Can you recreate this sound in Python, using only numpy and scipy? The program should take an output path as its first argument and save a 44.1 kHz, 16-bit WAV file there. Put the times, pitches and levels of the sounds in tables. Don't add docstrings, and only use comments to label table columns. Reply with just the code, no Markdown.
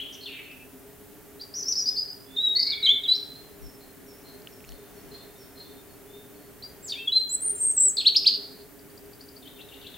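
import sys
import numpy as np
from scipy import signal
from scipy.fft import rfft, irfft, next_fast_len
from scipy.io import wavfile
from scipy.ndimage import uniform_filter1d, map_coordinates

SR = 44100
rng = np.random.default_rng(int(sys.argv[2]) if len(sys.argv) > 2 else 0)


def to_wav(s):
    ch = np.atleast_2d(s).T
    pcm = np.round(np.clip(ch, -1, 1) * 32767)
    wavfile.write(sys.argv[1], SR, pcm.astype(np.int16))


def undo_db(level):
    steps = np.asarray(level, float) / 20
    return 10 ** steps


N = 439677

# (share of note [0-1], way from main to outer pitch [0-1], level [dB])
SWELL = [(0, 1.0, -10), (0.551, .1, 0.0), (1, 0.055, -17.5)]


def unit(x):
    return x / np.sqrt(np.mean(x ** 2) + 1e-20)


def along(points, hz):
    point_hz, value = np.transpose(points)
    return np.interp(np.log(hz + 1), np.log(point_hz + 1), value)


def wobble(rate, size=N):
    knots = rng.standard_normal(int(size * rate / SR) + 4)
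    return map_coordinates(knots, [np.arange(size) * rate / SR])


def filtered(x, response):
    m = next_fast_len(N + 8192)
    return irfft(rfft(x, m) * response(np.fft.rfftfreq(m, 1 / SR)), m)[..., :N]


def add(track, s, sound):
    part = track[..., max(round(s * SR), 0):][..., :sound.shape[-1]]
    part += sound[..., :part.shape[-1]]


def pair(gain, alike):
    turn = lambda hz: np.arccos(np.clip(along(alike, hz), -1, 1)) / 2
    colour = lambda hz: gain(hz) * [np.cos(turn(hz)), np.sin(turn(hz))]
    mid, side = filtered(rng.standard_normal((2, N)), colour)
    return unit(np.array([mid + side, mid - side]))


def robin():
    # (time [s], haze [dB])
    breath = [(1.4, -12), (2.1, -25.5), (2.3, -35.5), (3.2, -22.5), (6.6, -15), (6.9, -11.5), (7.05, -35.5),
              (7.25, -36), (7.4, -31.5), (7.9, -46.5), (7.96, -21)]
    # (time [s], centre pitch [Hz], level [dB])
    buzzed = [
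        [(2.579, 4520, -24.5), (2.595, 4630, -24.5), (2.62, 4735, -26.5), (2.66, 4573, -32.5),
         (2.715, 4480, -34)],
        [(7.29, 6990, -43), (7.31, 7630, -34), (7.335, 7970, -32.5), (7.358, 7900, -33)],
        [(6.878, 5320, -47.5), (6.89, 4790, -43.5), (6.897, 4430, -35), (6.906, 4616, -36), (6.917, 4575, -39)],
    ]
    # (flutter [dB], breath [dB], buzz rate [Hz], pitch swing [Hz], beat [0-1])
    buzz_settings = [(-6.0, -25.5, 198, 330, 0.49), (4.5, -28.0, 194, 200, 0.2), (2.0, -8.5, 188, 350, 0.2)]
    voice, edge_s = np.zeros(N), .004
    for note in song():
        haze_db = np.interp(note[0][0], *np.transpose(breath))
        add(voice, note[0][0], whistle(note, edge_s, flutter_db=.9, breath_db=haze_db))
    for note, (flutter_db, breath_db, buzz_hz, swing_hz, beat) in zip(buzzed, buzz_settings):
        add(voice, note[0][0], whistle(note, edge_s, flutter_db, breath_db, buzz_hz, swing_hz, beat))
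    direct = undo_db(-0.5) * close(voice) * undo_db([[.3], [-.3]])
    heard = direct + undo_db(-6.0) * wood(voice, onset_s=0.0025)
    strain_gain = lambda hz: undo_db(along([(4000, -7.0), (5200, 8.0), (8500, 3.0)], hz))
    strain = filtered(heard[0], strain_gain)
    effort = np.sqrt(np.abs(uniform_filter1d(strain ** 2, size=2600)))
    rush_points = [(3500, -28.0), (6500, 6.5), (9800, -11), (12000, 1.5), (16000, -18.0)]
    rush = pair(lambda hz: undo_db(along(rush_points, hz)), [(6000, 0.9)])
    return heard + undo_db(-37) * effort * rush


def song():
    # (share of note [0-1], way from main to outer pitch [0-1, may overshoot], level [dB])
    rise = [(0, 0.88, -0.5), (0.202, 0.25, -3.5), (.42, 0.067, 4), (1, 0.096, -14)]
    # (share [0-1], way [0-1], level [dB])
    arch = [(0, 1, -4), (.13, .3, -4), (.33, 0.028, -3), (.65, .17, -2.5), (1, .6, -8)]
    # (share [0-1], way [0-1], level [dB])
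    hook = [(0, .06, -4.5), (.55, .05, -10), (.8, 0, 0), (.88, .3, 3.5), (1, 1, -8)]
    # (share [0-1], way [0-1], level [dB])
    slide = [(0, 0.827, 2.5), (0.399, 0.48, -3.5), (1, 0.095, 2.5)]
    # (share [0-1], way [0-1], level [dB])
    drop_gesture = [(0, 0.95, -2), (.3, 0.85, -6), (1, 0.0, -20)]
    # (time [s], length [s], main pitch [Hz], outer pitch [Hz], level [dB])
    rises = [
        (1.655, 0.071, 5580, 4910, -33.5),
        (1.856, 0.077, 5070, 4530, -28),
        (6.622, 0.05, 4850, 3700, -44.5),
    ]
    # (time [s], length [s], main [Hz], outer [Hz], level [dB])
    arches = [
        (1.537, 0.079, 5910, 4496, -37),
        (1.752, .066, 5400, 4395, -28),
    ]
    # (time [s], length [s], main [Hz], outer [Hz], level [dB])
    hooks = [
        (1.597, .041, 6050, 4060, -35.5),
        (1.682, .049, 5940, 4070, -27),
    ]
    # (time [s], length [s], main [Hz], outer [Hz], level [dB])
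    slides = [
        (3.034, 0.035, 3100, 4100, -32.5),
        (7.09, 0.0094, 2930, 3300, -44),
        (1.785, .048, 5760, 5720, -33),
    ]
    # (time [s], length [s], main [Hz], outer [Hz], level [dB])
    drops = [
        (6.931, 0.015, 2210, 3260, -36),
        (7.707, 0.0091, 6600, 8200, -28),
        (7.885, 0.02, 5840, 7670, -24.5),
    ]
    # (time [s], length [s], main [Hz], outer [Hz], level [dB])
    strands = [(1.57, 0.031, 6400, 5940, -44), (1.574, 0.051, 5893, 5840, -39),
               (1.68, .032, 6270, 6080, -43), (1.79, 0.018, 6320, 6160, -51), (6.95, .09, 3140, 3400, -50),
               (7.3, .05, 12150, 11200, -58), (6.885, 0.033, 8960, 9200, -55.5),
               (8.01, 0.026, 3990, 5500, -43.5), (8.174, 0.015, 5150, 6050, -40)]
    # (time [s], length [s], main [Hz], outer [Hz], level [dB])
    warbles = [
        (7.416, 0.098, 8890, 9220, -27.5),
        (7.598, 0.12, 8515, 9170, -25),
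        (7.763, .128, 8010, 9000, -20),
    ]
    warble_swing_hz = [169, 220, 380]
    # (time [s], pitch [Hz], level [dB])
    flourishes = [
        [(2.362, 4040, -42), (2.372, 3584, -28.5), (2.41, 3860, -29), (2.445, 3910, -28), (2.47, 3830, -23),
         (2.5, 3772, -24.5)],
        [(2.822, 4530, -47), (2.832, 3760, -25), (2.856, 4067, -24), (2.867, 3267, -24), (2.879, 3062, -23),
         (2.897, 3315, -18.5), (2.915, 3544, -22), (2.955, 3483, -36)],
        [(3.128, 4220, -32), (3.145, 4690, -38.5), (3.158, 5500, -39.5), (3.17, 5700, -49)],
        [(6.824, 7620, -57), (6.853, 7700, -48.5), (6.878, 7040, -44.5), (6.892, 5400, -44)],
        [(6.917, 4090, -43), (6.924, 3594, -30), (6.934, 3624, -33), (6.942, 3550, -45.5), (6.975, 3540, -52)],
        [(6.955, 2210, -53.5), (6.995, 2675, -44), (7.065, 2658, -57)],
    ]
    # (time [s], pitch [Hz], level [dB])
    more_flourishes = [
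        [(1.395, 3850, -54), (1.408, 4400, -48.5), (1.416, 4720, -39), (1.425, 4840, -47), (1.44, 4680, -44.5),
         (1.448, 4700, -55)],
        [(1.96, 4150, -48), (1.968, 4340, -33), (1.978, 4750, -29), (1.986, 4900, -30.5), (2.0, 4996, -28),
         (2.013, 4996, -47), (2.021, 4960, -29), (2.04, 4870, -47)],
        [(2.553, 4610, -29), (2.559, 4235, -25), (2.568, 4390, -20.5), (2.574, 4580, -23), (2.581, 4620, -30.5)],
        [(2.718, 4000, -32), (2.728, 3610, -32.5), (2.738, 3315, -34.5), (2.745, 3550, -44.5),
         (2.765, 3550, -45)],
        [(3.078, 3870, -33), (3.088, 3920, -23), (3.11, 3994, -22.5), (3.128, 4057, -18.5),
         (3.142, 4004, -33.5), (3.165, 4050, -28)],
        [(7.072, 3350, -33), (7.083, 3366, -24), (7.095, 3350, -39)],
        [(7.118, 4240, -43), (7.124, 3860, -28), (7.133, 4020, -24.5), (7.143, 4100, -37), (7.165, 4100, -18.5),
         (7.19, 4075, -20.5), (7.212, 4108, -27.5), (7.226, 4056, -42)],
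    ]
    # (time [s], pitch [Hz], level [dB])
    chirps = [
        [(7.968, 5080, -18), (7.976, 3416, -37), (7.985, 4400, -21.5), (7.994, 4080, -29), (8.003, 3530, -28),
         (8.012, 3160, -37.5), (8.02, 2182, -46.5)],
        [(8.045, 2300, -44.5), (8.058, 3320, -27), (8.068, 3965, -14), (8.077, 4464, -18.5), (8.083, 4420, -16),
         (8.087, 3620, -23), (8.093, 2150, -39)],
        [(8.145, 2072, -43.5), (8.155, 3306, -32.5), (8.164, 4540, -15), (8.169, 5090, -14), (8.174, 5350, -23),
         (8.179, 5300, -39.5)],
        [(8.245, 2220, -43), (8.255, 2884, -40.5), (8.263, 3790, -25.5), (8.269, 4300, -12.5),
         (8.274, 4636, -17.5), (8.2785, 5060, -14.5), (8.281, 4295, -19), (8.29, 2150, -41)],
    ]
    kinds = [(rises, rise), (arches, arch), (hooks, hook), (slides, slide), (drops, drop_gesture),
             (strands, slide)]
    plain = [shaped(row, gesture) for rows, gesture in kinds for row in rows]
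    trembling = [warble(row, swing_hz) for row, swing_hz in zip(warbles, warble_swing_hz)]
    return plain + trembling + flourishes + more_flourishes + chirps


def warble(row, swing_hz):
    # (share of note [0-1], way from main to outer pitch [0-1, may overshoot], level [dB])
    gesture = [(0, 0.906, -11.5), (.11, 0.0, -3), (.4, 0.0, -1.5), (.75, 0.0, -1.5), (1, -0.43, -3)]
    rate_hz, lag_s, fade_s, crest_loss_db_per_khz = 46, 0.045, 0.045, 6
    s, hz, db = shaped(row, gesture).T
    t = np.arange(s[0], s[-1], 1 / 1000)
    since_s = t - s[0] - lag_s
    depth_hz = swing_hz * np.exp(-(np.maximum(since_s, 0) / fade_s) ** 2)
    tremble_hz = depth_hz * np.cos(2 * np.pi * np.maximum(rate_hz * since_s, -.5))
    loss_db = crest_loss_db_per_khz * np.maximum(tremble_hz, 0) / 1000
    return np.transpose([t, np.interp(t, s, hz) + tremble_hz, np.interp(t, s, db) - loss_db])


def shaped(row, gesture):
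    s, length_s, main_hz, outer_hz, db = row
    share, way, swell_db = np.transpose(gesture)
    return np.transpose([s + share * length_s, main_hz + way * (outer_hz - main_hz), db + swell_db])


def whistle(note, edge_s, flutter_db, breath_db, buzz_hz=0, swing_hz=0, beat=0, loose=0.33):
    s, hz, db = np.transpose(note)
    t = np.arange(s[0], max(s[-1], s[0] + 0.017), 1 / SR)
    soft = lambda v: uniform_filter1d(np.interp(t, s, v), size=130, mode="nearest")
    pitch_hz = soft(hz)
    shake = 2 * np.pi * buzz_hz * t + loose * wobble(70, size=len(t))
    grown = np.clip((t - s[0]) / 0.05, 0, 1)
    phase = 2 * np.pi * np.cumsum(pitch_hz + swing_hz * grown * np.sin(shake)) / SR
    to_end_s = np.minimum(t - t[0], t[-1] - t)
    ends = np.sin(np.pi / 2 * np.clip(to_end_s / edge_s, 0, 1)) ** 2
    flutter = flutter_db * wobble(96.3, size=len(t))
    level = undo_db(soft(db) + 6.5 + flutter) * ends * (1 + beat * np.cos(shake + 0.296))
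    wide = .13 * rng.standard_normal(len(t))
    turbulence = undo_db(breath_db) * (wobble(2200, size=len(t)) + wide)
    glide = np.minimum(np.abs(np.gradient(pitch_hz)), 2.5)
    overtone = undo_db(-41.5 + 3.8 * (4500 - pitch_hz) / 1000 + 3.5 * glide)
    return level * ((1 + turbulence) * np.sin(phase) + overtone * np.sin(2 * phase))


def close(voice):
    # (delay [s], level [dB], left-right difference [dB])
    reflections = [(.0012, -23.5, 10), (.0043, -15, -5), (.0065, -17, 6), (.0087, -17, -4), (.012, -10, 2),
                   (.018, -17, -4), (.028, -18, 3)]
    near = np.array([voice, voice])
    for delay_s, db, pan_db in reflections:
        add(near, delay_s, undo_db(db + pan_db * np.array([[.5], [-.5]])) * voice)
    return near


def wood(x, onset_s):
    # (frequency [Hz], t60 [s])
    decay = [(2000, .55), (3400, .56), (5300, .52), (7800, .42), (9000, .5)]
    # (frequency [Hz], likeness [0-1])
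    echo_alike = [(3000, 0.5), (5500, 0.8), (8000, 0.5)]
    wet, step = np.zeros((2, N)), SR // 4
    fade = np.hanning(2 * step)
    x = np.pad(x, (step, 2 * step))
    for k in range(0, N + step, step):
        piece = x[k:k + 2 * step]
        if not piece.any():
            continue
        hz, t, z = signal.stft(rng.standard_normal((2, SR * 3 // 5)), SR, nperseg=256)
        shape = undo_db(-60 * t / along(decay, hz)[:, None]) * (1 - np.exp(-t / onset_s))
        trunks = undo_db(2.5 * wobble(45 * 128, size=len(t)))
        alike = np.clip(along(echo_alike, hz), 0, 1)[:, None]
        z[1] = alike * z[0] + np.sqrt(1 - alike ** 2) * z[1]
        tail = signal.istft(z * shape * trunks, SR, nperseg=256)[1]
        tail = tail / np.linalg.norm(tail[0])
        echo = signal.fftconvolve(fade * piece[None], tail, axes=1)
        add(wet, (k - step) / SR, echo[:, max(step - k, 0):])
    return wet


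def nearer():
    # (time [s], pitch [Hz], level [dB])
    flicks = [
        [(0, 2900, -32.5), (.012, 3320, -40.5), (.021, 3380, -37), (.03, 3100, -42), (.042, 2450, -43)],
        [(.257, 3760, -45), (.263, 3466, -39), (.272, 3000, -44), (.285, 2650, -47), (.3, 2480, -47)],
        [(.511, 4000, -64), (.516, 4500, -56), (.521, 5150, -63), (.532, 5350, -66)],
    ]
    # (time [s], length [s], centre pitch [Hz], opening pitch [Hz], level [dB])
    squeak = (.122, .042, 5900, 5700, -47)
    calls = np.zeros(N)
    for note in flicks:
        add(calls, note[0][0], whistle(note, edge_s=0.0015, flutter_db=2.0, breath_db=-13.5))
    burr = whistle(shaped(squeak, SWELL), edge_s=.004, flutter_db=1.0, breath_db=-4.5, buzz_hz=241,
                   swing_hz=600, beat=0.43, loose=2.9)
    add(calls, squeak[0], burr)
    return undo_db(-2.5) * close(calls) * undo_db([[1.2], [-1.2]]) + undo_db(-4.5) * wood(calls, onset_s=.006)


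def left_bird():
    # (time [s], peak level [dB], pitch at the peak [Hz])
    rising = [(8.791, -56, 4620), (8.8997, -59, 4500), (8.975, -52.5, 4650), (9.054, -54, 4530),
              (9.1316, -50.5, 4560), (9.208, -43, 4560), (9.2867, -44.5, 4670), (9.3642, -46.5, 4550)]
    # (time [s], level [dB], lowest pitch [Hz], opening tick level [dB])
    sweeps = [
        (9.426, -49, 3026, -56),
        (9.559, -47.5, 2640, -52),
        (9.688, -49, 2716, -50),
        (9.815, -45.5, 2583, -45.5),
        (9.941, -42.5, 2405, -46.5),
    ]
    calls = np.zeros(N)
    # (s, pitch ratio, dB)
    rise = np.array([(-.02, .8, -34), (-.003, .97, -19), (.003, 1.01, -2.5), (.011, 1.16, -15)])
    for s, db, peak_hz in rising:
        chip = rise * [1, peak_hz, 1] + [s, 0, db]
        add(calls, chip[0, 0], whistle(chip, edge_s=.005, flutter_db=2.5, breath_db=-8))
    chips = calls.copy()
    for s, db, low_hz, tick_db in sweeps:
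        dip = [(s - .004, 3780, tick_db - 9), (s + .003, 3650, tick_db), (s + .013, 3300, db - 22),
               (s + .036, low_hz, db - 5), (s + .048, 3250, db - 9), (s + .055, 3650, db + 2),
               (s + .062, 4400, db - 13)]
        add(calls, s - .004, whistle(dip, edge_s=0.004, flutter_db=1.5, breath_db=-7))
    leaves = undo_db(2 * wobble(150))
    direct = undo_db(-1.5) * leaves * close(calls)
    echo = undo_db(-1.0) * wood(calls - 0.59 * chips, onset_s=0.0041)
    return undo_db([[2.5], [-2.5]]) * (direct + echo)


def neighbours():
    # (time [s], length [s], main pitch [Hz], opening pitch [Hz], level [dB])
    far = [
        (1.84, 0.12, 3574, 3650, -58),
        (2.26, 0.21, 3614, 3405, -56.5),
        (3.31, 0.092, 4192, 3890, -52.5),
        (5.34, 0.039, 3675, 3690, -63.5),
        (7.55, .075, 7480, 7400, -42),
        (7.622, 0.042, 7640, 7650, -39.5),
    ]
    # (time [s], high level [dB], low level [dB])
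    seesaw = [(3.611, -61, -61.5), (4.06, -60.5, -56.5), (4.485, -61.5, -66), (4.93, -66, -51.5),
              (5.374, -59, -52.5)]
    # (time [s], low level [dB], high level [dB])
    answer = [(4.68, -67.5, -68), (5.13, -64, -69), (5.6, -61, -67), (6.06, -61.5, -68.5)]
    # (time [s], length [s], centre pitch [Hz], swing [Hz], level [dB], opening pitch [Hz])
    burrs = [(.04, 0.11, 3200, 260, -45.5, 3100), (0.101, .11, 3150, 300, -51.5, 3275),
             (.27, 0.1, 3450, 300, -53, 3740), (0.207, .06, 4300, 330, -44.5, 4250),
             (0.283, .1, 2620, 390, -46, 2790), (.35, 0.085, 2600, 420, -45.5, 2606),
             (0.421, 0.15, 2597, 200, -55.5, 2780), (4.672, 0.052, 4335, 420, -56, 4240)]
    # (time [s], length [s], main pitch [Hz], opening pitch [Hz], level [dB])
    under = [
        (2.554, 0.068, 2140, 1932, -45.5),
        (2.651, 0.13, 2310, 2182, -43.5),
        (2.762, .17, 2175, 2293, -45),
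        (2.9, .2, 2180, 2207, -59),
    ]
    seesaw_gap_s, answer_gap_s = .18, .27
    calls = np.zeros((2, N))
    side = lambda: undo_db(rng.normal(0, 1.5) * np.array([[1], [-1]]))
    clear = far + [(s, .1, 5300, 5700, db) for s, db, _ in seesaw]
    clear += [(s, .18, 3650, 3440, db) for s, db, _ in answer]
    clear += [(s + answer_gap_s, .09, 4360, 4390, db) for s, _, db in answer]
    burred = [((s, length_s, hz, opening_hz, db), swing_hz, 3.0)
              for s, length_s, hz, swing_hz, db, opening_hz in burrs]
    burred += [((s + seesaw_gap_s, .09, 4234, 4148, db), 140, 1.1) for s, _, db in seesaw]
    for row in under:
        pulsed = whistle(shaped(row, SWELL), edge_s=0.0053, flutter_db=4.5, breath_db=-15.0, buzz_hz=45.6,
                         swing_hz=60.5, beat=0.48)
        add(calls, row[0], pulsed)
    for row in clear:
        note = shaped(row, SWELL)
        add(calls, row[0], side() * whistle(note, edge_s=0.0045, flutter_db=3.0, breath_db=-12.0))
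    for row, swing_hz, loose in burred:
        burr = whistle(shaped(row, SWELL), edge_s=0.0053, flutter_db=3.0, breath_db=-10.5, buzz_hz=248.0,
                       swing_hz=swing_hz, beat=0.4, loose=loose)
        add(calls, row[0], side() * burr)
    return undo_db(-2.5) * calls + wood(calls.mean(axis=0), onset_s=0.01)


def ticks():
    # (time [s], peak level [dB], centre pitch [Hz], crack share [ratio])
    snaps = [(4.22, -42.5, 6020, .3), (4.42, -37, 4750, .1), (4.4725, -22, 3000, 0.06),
             (4.605, -37, 2630, 0.1), (4.642, -31.5, 2400, 0.3), (4.648, -35, 2760, .3),
             (4.649, -38, 7000, 0.2), (4.6916, -31.5, 5600, 1), (4.69, -34.5, 2900, .3),
             (4.721, -37, 2980, 1.37), (4.771, -50, 2900, .2)]
    # (time [s], level [dB])
    nudges = [
        (3.59, -36),
        (4.66, -37.5),
        (5, -52),
    ]
    out, t = np.zeros(N), np.arange(SR // 8) / SR
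    for s, db, hz, crack_share in snaps:
        crack = uniform_filter1d(rng.standard_normal(len(t)), size=3)
        ring = np.sin(2 * np.pi * hz * t) + crack_share * crack
        add(out, s, undo_db(db - 60 * t / 0.0054) * (1 - np.exp(-t / 0.00036)) * ring)
    bumps = np.zeros((2, N))
    for s, db in nudges:
        swell = np.sin(np.pi * t / t[-1]) ** 2
        add(bumps, s, undo_db(db) * swell * np.sin(2 * np.pi * 40 * t) * [[1], [-.5]])
    return out + bumps


def floor():
    # (time [s], level [dB])
    drift = [(0.0, -59), (4.39, -58.5), (5.11, -57.5), (5.5, -59.5), (6.302, -58.5), (6.72, -59.5),
             (9.97, -59)]
    # (frequency [Hz], density [dB per Hz])
    air_colour = [(12, -36.5), (20, -5.5), (205, -5), (262, -10), (343, -11), (408, 2.5), (472, -11),
                  (618, -9.5), (1030, -17.5), (1770, -17), (4080, -28), (7000, -25.5), (9100, -60),
                  (15400, -120)]
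    # (frequency [Hz], likeness [-1 to 1])
    air_alike = [(25, -.3), (60, 0.4), (200, 0.67), (500, 0.76), (1500, 0.72), (5000, 0.3)]
    # (centre [Hz], width [Hz], level [dB], left-right likeness [-1 to 1])
    hum_bands = [(266.3, 30.4, -58.5, 0.82), (299.6, 29.5, -59, -0.14), (407.5, 21.5, -57.5, 0.76)]
    # (frequency [Hz], density [dB per Hz])
    hiss_colour = [(1500, -42), (3000, -8), (6000, -12), (8000, -4.5), (12000, -2.5), (16000, 1)]
    drift_db = np.interp(np.arange(N) / SR, *np.transpose(drift))
    gusts_db = .6 * wobble(4)
    air = undo_db(drift_db + 7.5 + gusts_db) * pair(lambda hz: undo_db(along(air_colour, hz)), air_alike)
    hum = np.zeros((2, N))
    for centre_hz, width_hz, db, alike in hum_bands:
        throb_db = 1.5 * wobble(5)
        band = lambda hz: 1 / (1 + ((hz - centre_hz) / (width_hz / 2)) ** 4)
        hum += undo_db(db + throb_db) * pair(band, [(centre_hz, alike)])
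    hiss = pair(lambda hz: undo_db(along(hiss_colour, hz)), [(3000, 0.768), (8000, 0.72), (12000, 0.98)])
    return air + hum + undo_db(-52.5) * hiss


def scene():
    return robin() + nearer() + left_bird() + neighbours() + ticks() + floor()


def low_pass(x):
    return signal.sosfilt(signal.butter(12, 15870, fs=SR, output="sos"), x)


def record(dry):
    rounded = dry / (1 + (dry / 1.3) ** 4) ** .25
    mix = filtered(rounded, lambda hz: hz < 15870)
    return low_pass(mix)


dry = scene()
out = record(dry)
to_wav(out)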